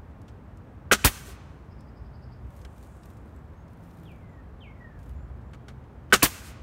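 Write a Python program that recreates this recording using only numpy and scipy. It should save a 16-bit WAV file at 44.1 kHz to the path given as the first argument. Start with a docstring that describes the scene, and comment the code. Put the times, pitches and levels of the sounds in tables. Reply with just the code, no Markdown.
"""A pneumatic nailer drives two nails into wood shakes on a house wall, a few metres from the microphone.
Each shot is a piston blow that rings gun and wall, then a blast of exhaust air as the trigger is let go.
The spot is an open yard, and the garden and the houses opposite send each shot back.
Between shots the gun clicks as it is handled, sleeves rustle and the air hose slides.
Farther off, birds whistle and chip over the low rumble of distant roads. One microphone, mono."""
import sys
import numpy as np
from scipy import signal
from scipy.fft import rfft, irfft
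from scipy.io import wavfile
from scipy.ndimage import uniform_filter1d, minimum_filter1d

SR = 44100
rng = np.random.default_rng(int(sys.argv[2]) if len(sys.argv) > 2 else 0)


def digitize_waveform(pressure):
    """Quantize a signal to 16-bit integers and store it at the path in sys.argv[1].

    Rows of a 2-D input are taken as channels; values are limited to [-1, 1].
    """
    field = np.atleast_2d(pressure).T
    bounded = np.clip(field, -1, 1)
    quanta = np.round(bounded * 32767).astype(np.int16)
    wavfile.write(sys.argv[1], SR, quanta)


N = 291942
T = np.arange(N) / SR
AGE = T[:SR // 2]  # seconds since the start of a short sound

# wash of distant roads: (frequency [Hz], relative level [dB])
ROAD_SPECTRUM = [(20, -34), (36, -14), (58, 0.5), (85, -1.5), (125, -6), (175, -10.5), (235, -12),
                 (340, -18), (1050, -25), (1650, -31.5), (2900, -44), (4600, -52.5), (8000, -58),
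                 (16000, -62)]
# far vehicles rumbling by: (loudest at [s], level [dB], rise [s], fall [s])
RUMBLES = [(2.2, -50, .6, 1.1), (5.22, -39.5, 0.22, 0.23), (6.2, -49.5, 0.69, .7)]
# far engines losing speed: (loudest at [s], level [dB], rise [s], fall [s], pitch [Hz], sag [Hz/s])
ENGINES = [(2.3, -54, .3, 0.47, 122.4, 2), (3.73, -53.5, 0.18, 1.4, 169.4, 13),
           (5.4, -51, 0.29, 1.3, 126.4, 2)]
# slow wavering of their drone: (rate [Hz], relative level [dB])
WAVER_SPECTRUM = [(1, 0), (6, 0), (20, -40), (100, -120)]

# the nearer songbird's falling whistles: (time [s], pitch of the tail before it sags [Hz], level [dB])
WHISTLES = [(4.05, 2360, -62), (4.604, 2230, -57)]
# swell of a whistle's tail: (time into the whistle [s], level against the opening [dB], rise [s], fall [s])
WHISTLE_TAIL = [(.26, -5, 0.087, 0.12)]
# a small bird chipping farther off: (time [s], top pitch [Hz], level [dB])
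CHIPS = [(1.703, 5450, -68), (1.785, 5440, -68), (1.866, 5370, -71), (1.956, 5400, -67.5),
         (2.042, 5250, -70.5), (2.131, 5160, -66.5), (2.217, 5300, -65.5), (2.309, 5280, -66)]
# thin, far calls: (time [s], length [s], start pitch [Hz], end pitch [Hz], level [dB])
PEEPS = [(3.35, 0.027, 7420, 8100, -80), (3.56, 0.07, 6420, 6560, -83.5), (4.29, 0.054, 7100, 7280, -85),
         (5.15, 0.089, 7070, 7230, -82), (5.45, 0.063, 7300, 7610, -90)]

# the air hose sliding once: (fastest at [s], level [dB], rise [s], fall [s])
HOSE_SLIDE = [(2.92, -73.5, 0.35, 0.28)]
# arm movements that rustle the sleeves: (fastest at [s], level [dB], rise [s], fall [s])
ARM_MOVES = [(2.58, -67.5, 0.095, 0.095), (2.8, -69.5, 0.09, 0.19), (3.07, -68.5, 0.041, 0.086),
             (3.3, -78, 0.11, 0.27), (3.71, -74, 0.022, .04), (3.93, -68.5, 0.16, 0.24),
             (5.07, -67.5, 0.074, .07)]
# rubbing fabric: (frequency [Hz], relative level [dB])
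CLOTH_SPECTRUM = [(500, -7.5), (2500, -0.5), (5000, -4), (7800, -3.5), (10500, -2.5), (13000, -3.5),
                  (16000, -8)]
# small handling clicks: the gun touching the shakes, and faint trigger clicks just before the second shot:
# (time [s], click level [dB], centre [Hz], t60 [s])
HANDLING_CLICKS = [(.109, -68, 1900, .05), (.216, -60, 7500, 0.023), (0.28, -58, 3200, 0.11),
                   (.571, -62.5, 8500, 0.034), (1.806, -61, 7000, 0.032), (2.563, -61, 12000, 0.083),
                   (2.614, -59.5, 5500, 0.059), (2.649, -46.5, 2730, 0.03), (2.827, -56, 7500, 0.016),
                   (3.032, -56.5, 4230, .035), (3.168, -64.5, 9500, 0.069), (3.68, -66.5, 5000, .04),
                   (3.835, -65.5, 11100, .04), (4.99, -64.5, 6000, .04), (5.414, -71.5, 5980, 0.037),
                   (5.533, -51, 1590, 0.051), (5.545, -54.5, 1700, 0.051), (5.682, -47, 1870, 0.094),
                   (5.839, -68, 3000, .04), (6.102, -56, 1800, 0.031), (6.111, -55, 2000, 0.042)]
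# modes of the gun pressed on the wall: (frequency [Hz], relative level [dB], t60 [s])
WALL_MODES = [(62.25, -24, 0.23), (113, -29.5, 0.14), (206, -15.5, 0.15), (294.5, -21, .07),
              (390.6, -11, 0.0836), (503.8, -12.5, 0.053), (610, -20.5, .06), (697.5, -19, .06),
              (810, -19, .06), (1150, -15, 0.0729), (1273.4, -10, 0.098), (1410, -10.5, 0.05),
              (1482, -9.5, 0.039), (1558, -11, .06), (1610, -10, 0.053), (1889, -15.5, 0.041),
              (2003, -17, 0.034), (2240, -15.5, .06), (2630, -16.5, 0.018), (3006, -13.5, .055),
              (3210, -19, .06), (3540, -21, 0.066)]

# returns from the near garden and the houses opposite: (delay [s], relative level [dB], rise [s], fall [s])
YARD_RETURNS = [(.068, 1.5, .045, .105), (.235, -3.5, .05, .04)]
# colour of those returns: (frequency [Hz], relative level [dB])
YARD_SPECTRUM = [(60, -8.5), (300, -12), (700, -6), (1400, -3.5), (3000, -2), (6000, 0), (9000, -1.5),
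                 (12000, -5.5), (16000, -9.5)]
# long echo paths, their treble lost in the air: (frequency [Hz], relative level [dB])
FAR_SPECTRUM = [(100, -14.5), (500, -4), (1500, -0.5), (3000, -1.0), (6000, -6.5), (9000, -15),
                (16000, -34.0)]

# the exhaust jet: (frequency [Hz], relative level [dB])
JET_SPECTRUM = [(60, -9.5), (230, 11), (600, 1), (1000, 6), (1600, 3), (2600, 1), (5000, -0.5), (8000, 0.5),
                (10500, 2), (13000, 0.5), (16000, 0.5)]
# the low puff of released air: (frequency [Hz], relative level [dB])
PUFF_SPECTRUM = [(20, -9), (60, -3), (120, 0), (230, -7), (400, -15.5), (1000, -35), (4000, -71)]
# the piston rattling home: (time after trigger release [s], relative level [dB])
RETURN_KNOCKS = [(0.0286, -0.5), (0.0323, 1), (.0366, -2.5)]
# inrushing air and tearing wood: (frequency [Hz], relative level [dB])
CRACK_SPECTRUM = [(60, -7), (200, 1.5), (500, 2), (950, -4.5), (1450, 5.5), (2000, 0), (3200, -1),
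                  (4800, -4.5), (6200, -2.5), (9600, -6.5), (11200, -9.5), (16000, -16.5)]
# knocks of one stroke, launch to recoil: (time after the blow [s], relative level [dB])
STROKE_KNOCKS = [(0, 1), (.0033, -9.5), (.0092, -9), (0.0143, -6), (0.023, -10)]
# the two shots, each level a trim on its own part:
# (blow time [s], blow [dB], trigger release [s], exhaust jet [dB], low puff [dB], piston return [dB])
SHOTS = [(0.9132, 1, 1.0424, 4, -15.5, -10.5), (6.1244, 1.5, 6.2240, 4.5, -27.5, -8)]


def undb(db):
    """Decibels to gain."""
    return 10 ** (np.asarray(db) / 20)


def unit(x):
    """Scale to rms 1."""
    return x / np.sqrt(np.mean(x ** 2))


def add(track, s, x):
    """Mix a sound into the track at time s."""
    i = max(int(round(s * SR)), 0)
    track[i:i + len(x)] += x[:len(track) - i]


def band(x, lo_hz, hi_hz, order=2):
    """Causal band-pass."""
    edges_hz = [lo_hz, min(hi_hz, SR / 2 - SR / 20)]
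    return signal.sosfilt(signal.butter(order, edges_hz, "band", fs=SR, output="sos"), x)


def noise(spectrum, size=len(AGE)):
    """Noise of rms 1 with a (frequency [Hz], level [dB]) spectrum."""
    hz, db = np.transpose(spectrum)
    bins_hz = np.maximum(np.fft.rfftfreq(size, 1 / SR), 1)
    gain = undb(np.interp(np.log(bins_hz), np.log(hz), db))
    return unit(irfft(rfft(rng.standard_normal(size)) * gain, size))


def band_noise(lo_hz, hi_hz, size=len(AGE), order=2):
    """Noise of rms 1 in one band."""
    return unit(band(rng.standard_normal(size), lo_hz, hi_hz, order))


def jitter(size, span, mode="reflect"):
    """Random wobble of rms 1, smoothed over span samples."""
    return unit(uniform_filter1d(rng.standard_normal(size), size=span, mode=mode))


def burst(rise, hold, t60):
    """Envelope that opens, holds and dies away; times in seconds."""
    return (1 - np.exp(-AGE / rise)) * undb(-60 * np.maximum(AGE - hold, 0) / t60)


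def swells(rows, t=T):
    """Bell-shaped gains from (time [s], level [dB], rise [s], fall [s]) rows; their powers add."""
    gains = [undb(db) * np.exp(-((t - s) / np.where(t < s, rise, fall)) ** 2)
             for s, db, rise, fall in rows]
    return np.linalg.norm(gains, axis=0)


def note(hz, gain):
    """A pure tone along a pitch line, with soft ends."""
    soft_ends = signal.windows.tukey(len(hz), SR / 200 / len(hz))
    return np.sqrt(2) * gain * np.sin(2 * np.pi * np.cumsum(hz) / SR) * soft_ends


def traffic(wash_db=-45):
    """Roads in the distance: an even wash, swelling rumbles and the wavering drone of engines."""
    out = undb(wash_db) * noise(ROAD_SPECTRUM, N) + swells(RUMBLES) * band_noise(54, 69, N)
    for s, db, rise, fall, hz, sag_hz_per_s in ENGINES:
        waver = noise(WAVER_SPECTRUM, N)
        pitch_hz = (hz - sag_hz_per_s * (T - s)) * (1 + 0.01227 * waver)
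        out += note(pitch_hz, swells([(s, db, rise, fall)]) * undb(2.1 * waver))
    return out


def whistle(pitch_hz, length_s=0.45, sag_hz_per_s=1650):
    """A songbird's loud slur flicks down onto a ledge of pitch, then drops to a soft, fluttering tail."""
    flick_hz, flick_s = 953, 0.00694
    ledge_ratio, ledge_s, drop_s = 1.36, .026, 0.017
    age = AGE[AGE < length_s]
    falling = np.maximum(age - ledge_s, 0)
    ledge = 1 + (ledge_ratio - 1) * np.exp(-falling / drop_s)
    hz = pitch_hz * ledge + flick_hz * np.exp(-age / flick_s) - sag_hz_per_s * falling
    slur = burst(rise=0.0061, hold=0.083, t60=.09)[:len(age)]
    flutter = undb(4 * jitter(len(age), span=900, mode="wrap"))
    return note(hz, slur + swells(WHISTLE_TAIL, age) * flutter)


def birds():
    """Whistles nearer the microphone, chips and peeps farther off, scattered by trees and houses."""
    near, far = np.zeros((2, N))
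    for s, pitch_hz, db in WHISTLES:
        add(near, s, undb(db) * whistle(pitch_hz))
    # each chip is two quick, buzzy upward flicks, the second stronger
    progress = np.linspace(0, 1, int(.03 * SR))
    flicks = 1 - 0.15 * (1 - (2 * progress) % 1)
    for s, top_hz, db in CHIPS:
        buzz = 1 + .03 * jitter(len(progress), span=30)
        add(far, s, note(top_hz * buzz * flicks, undb(db - 10 * (1 - progress))))
    for s, length, start_hz, end_hz, db in PEEPS:
        glide_hz = np.linspace(start_hz, end_hz, int(length * SR))
        add(far, s, note(glide_hz + 110 * jitter(len(glide_hz), span=60), undb(db)))
    scatter = rng.standard_normal(len(AGE)) * burst(rise=0.0021, hold=0.0081, t60=0.33)
    scatter /= np.linalg.norm(scatter)
    # the farther the bird, the more of it arrives scattered
    return near + far + signal.fftconvolve(undb(-3) * near + undb(-2) * far, scatter)[:N]


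def hose():
    """A narrow, high swish as the air hose is drawn along."""
    return swells(HOSE_SLIDE) * band_noise(6400, 9900, N)


def clothes(still_db=-87):
    """Sleeves slide in tiny slips and their folds crackle, barely heard while the arms are still."""
    slips = undb(2 * jitter(N, span=400))
    folds = (rng.random(N) < 45 / SR) * rng.uniform(0, 1, N) ** 2  # sparse, uneven ticks
    crackle = signal.fftconvolve(folds, burst(rise=.0001, hold=.0005, t60=0.013))[:N]
    motion = np.hypot(swells(ARM_MOVES), undb(still_db))
    return motion * unit(noise(CLOTH_SPECTRUM, N) * (slips + undb(14.5) * crackle))


def wall_ring(rise, hold):
    """The modes of gun and wall, driven for a moment and then left to fade."""
    hz, db, t60 = np.transpose(WALL_MODES)[:, :, None]
    age = AGE[:SR // 6]
    fade_db = -60 * np.maximum(age - hold, 0) / t60
    modes = undb(db + fade_db) * np.sin(2 * np.pi * (hz * age + rng.random(hz.shape)))
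    ring = modes.sum(axis=0) * (1 - np.exp(-age / rise))
    return np.pad(ring, (0, len(AGE) - len(age)))


def handling_clicks():
    """Small clicks, from contact with the shakes or from the trigger, faintly ring gun and wall."""
    out = np.zeros(N)
    for s, db, hz, t60 in HANDLING_CLICKS:
        click = unit(band(band_noise(hz / 2, hz * np.sqrt(2), order=1), 600, 13000))
        add(out, s, undb(db) * click * burst(rise=0.00084, hold=0.0014, t60=t60))
        # a dull click drives the ring more than a light, bright tick
        add(out, s, undb(db + 4) * 2000 / hz * wall_ring(rise=0.0011, hold=0.0022))
    return out


def yard(x):
    """Open-air echo: a thin scatter that ends at the houses opposite, then dull returns from beyond."""
    echo = np.zeros(SR)
    add(echo, 0, noise(YARD_SPECTRUM) * swells(YARD_RETURNS, AGE))
    add(echo, .24, undb(-11.5) * noise(FAR_SPECTRUM) * burst(rise=.02, hold=.03, t60=0.99))
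    add(echo, .36, undb(-8.5) * band_noise(200, 900) * burst(rise=.002, hold=0.0056, t60=0.059))
    return undb(-24) * signal.fftconvolve(x, echo / np.linalg.norm(echo))[:N]


def echoes(handling, directions):
    """Shots and clicks come back to the microphone from several sides of the yard at once."""
    out = np.zeros(N)
    for _ in range(directions):
        blows, air = nailer()
        # the wall beams its main ring straight out, so less of it reaches the rest of the yard
        spread = blows - 0.35 * band(blows, 1150, 1800, order=1)
        out += yard(spread + air + handling)
    return out / np.sqrt(directions)


def knock(hz, t60):
    """Piston or valve striking inside the housing: a short, heavily damped ring with a dull click."""
    ring = np.sin(2 * np.pi * hz * AGE) * undb(-60 * AGE / t60)
    click = undb(-5) * rng.standard_normal(len(AGE)) * burst(rise=.0002, hold=0.003, t60=0.015)
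    return band(ring + click, 1000, 3300, order=3)


def exhaust(jet_db, puff_db, return_db, stop_s=.006):
    """The valve clicks, the cylinder dumps its air and the piston rattles back."""
    out = undb(-12) * knock(hz=2500, t60=0.012)
    # the jet opens with a sharp spit, then drains the cylinder
    spit = undb(-4.5) * burst(rise=.001, hold=.003, t60=0.018)
    drain = burst(rise=.001, hold=.012, t60=0.11)
    add(out, .0035, undb(jet_db - 17.5) * noise(JET_SPECTRUM) * (spit + drain))
    # the valve hits its stop, harder for a stronger puff
    add(out, stop_s, undb(puff_db / 2 + 0.5) * knock(hz=1140, t60=0.016))
    # the released air swings to and fro, slower as its pressure drops
    swing_hz = 42 + 115 * np.exp(-AGE / 0.0076)
    swing = np.sin(2 * np.pi * np.cumsum(swing_hz) / SR) * burst(rise=0.00098, hold=0.0046, t60=0.11)
    add(out, stop_s, undb(puff_db + 5.5) * swing)
    add(out, stop_s, undb(-25) * noise(PUFF_SPECTRUM) * burst(rise=0.0022, hold=.007, t60=.06))
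    for s, db in RETURN_KNOCKS:
        add(out, s, undb(return_db + db - 7) * knock(hz=1950, t60=0.0068))
        rattle = band_noise(900, 3500, order=4) * burst(rise=0.0002, hold=.001, t60=0.036)
        add(out, s, undb(return_db + db - 16.5) * rattle)
    return out


def blow(strike_s=.0064):
    """The piston knocks, gun and wall ring, and the nail tears through the wood."""
    out = undb(-11) * wall_ring(rise=.003, hold=.011)
    for s, db in STROKE_KNOCKS:
        add(out, s, undb(db - 6) * knock(hz=1476, t60=0.018))
    # air rushes in behind the piston
    out += undb(-33.5) * noise(CRACK_SPECTRUM) * burst(rise=.0003, hold=strike_s, t60=0.018)
    # steel meets steel with one bright snap
    snap = band_noise(5200, 15000) * burst(rise=.0001, hold=0.00059, t60=.006)
    add(out, strike_s, undb(-17) * snap)
    # wood fibres break in quick, uneven spurts
    spurts = undb(2 * jitter(len(AGE), span=50))
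    tear = noise(CRACK_SPECTRUM) * spurts * burst(rise=0.0028, hold=0.011, t60=.08)
    add(out, strike_s, undb(-15.5) * tear)
    return out


def nailer():
    """Blows and exhaust as sent in one direction; each direction has its own turbulent detail."""
    blows, air = np.zeros((2, N))
    for blow_s, blow_db, release_s, jet_db, puff_db, return_db in SHOTS:
        add(blows, blow_s, undb(blow_db) * blow())
        add(air, release_s, exhaust(jet_db, puff_db, return_db))
    return blows, air


def scene():
    """From a spot in the yard: the nailer a few metres off, its echoes, birds and traffic behind."""
    blows, air = nailer()
    handling = handling_clicks()
    work = blows + air + handling + echoes(handling, directions=4)
    return (work + clothes() + hose() + birds() + traffic())[None]


def record(dry, ceiling=.68, top_hz=15700):
    """The microphone port has a narrow dip; a fast limiter holds the peaks down; the top is cut."""
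    sound = dry - 0.69 * band(dry, 10050, 10700, order=1)
    gain = ceiling / np.maximum(np.abs(sound), ceiling)
    gain = uniform_filter1d(minimum_filter1d(gain, size=45), size=45)  # held and eased over 1 ms
    low_pass = signal.ellip(8, .1, 50, top_hz, fs=SR, output="sos")
    return signal.sosfiltfilt(low_pass, sound * gain)


dry = scene()
out = record(dry)
digitize_waveform(out)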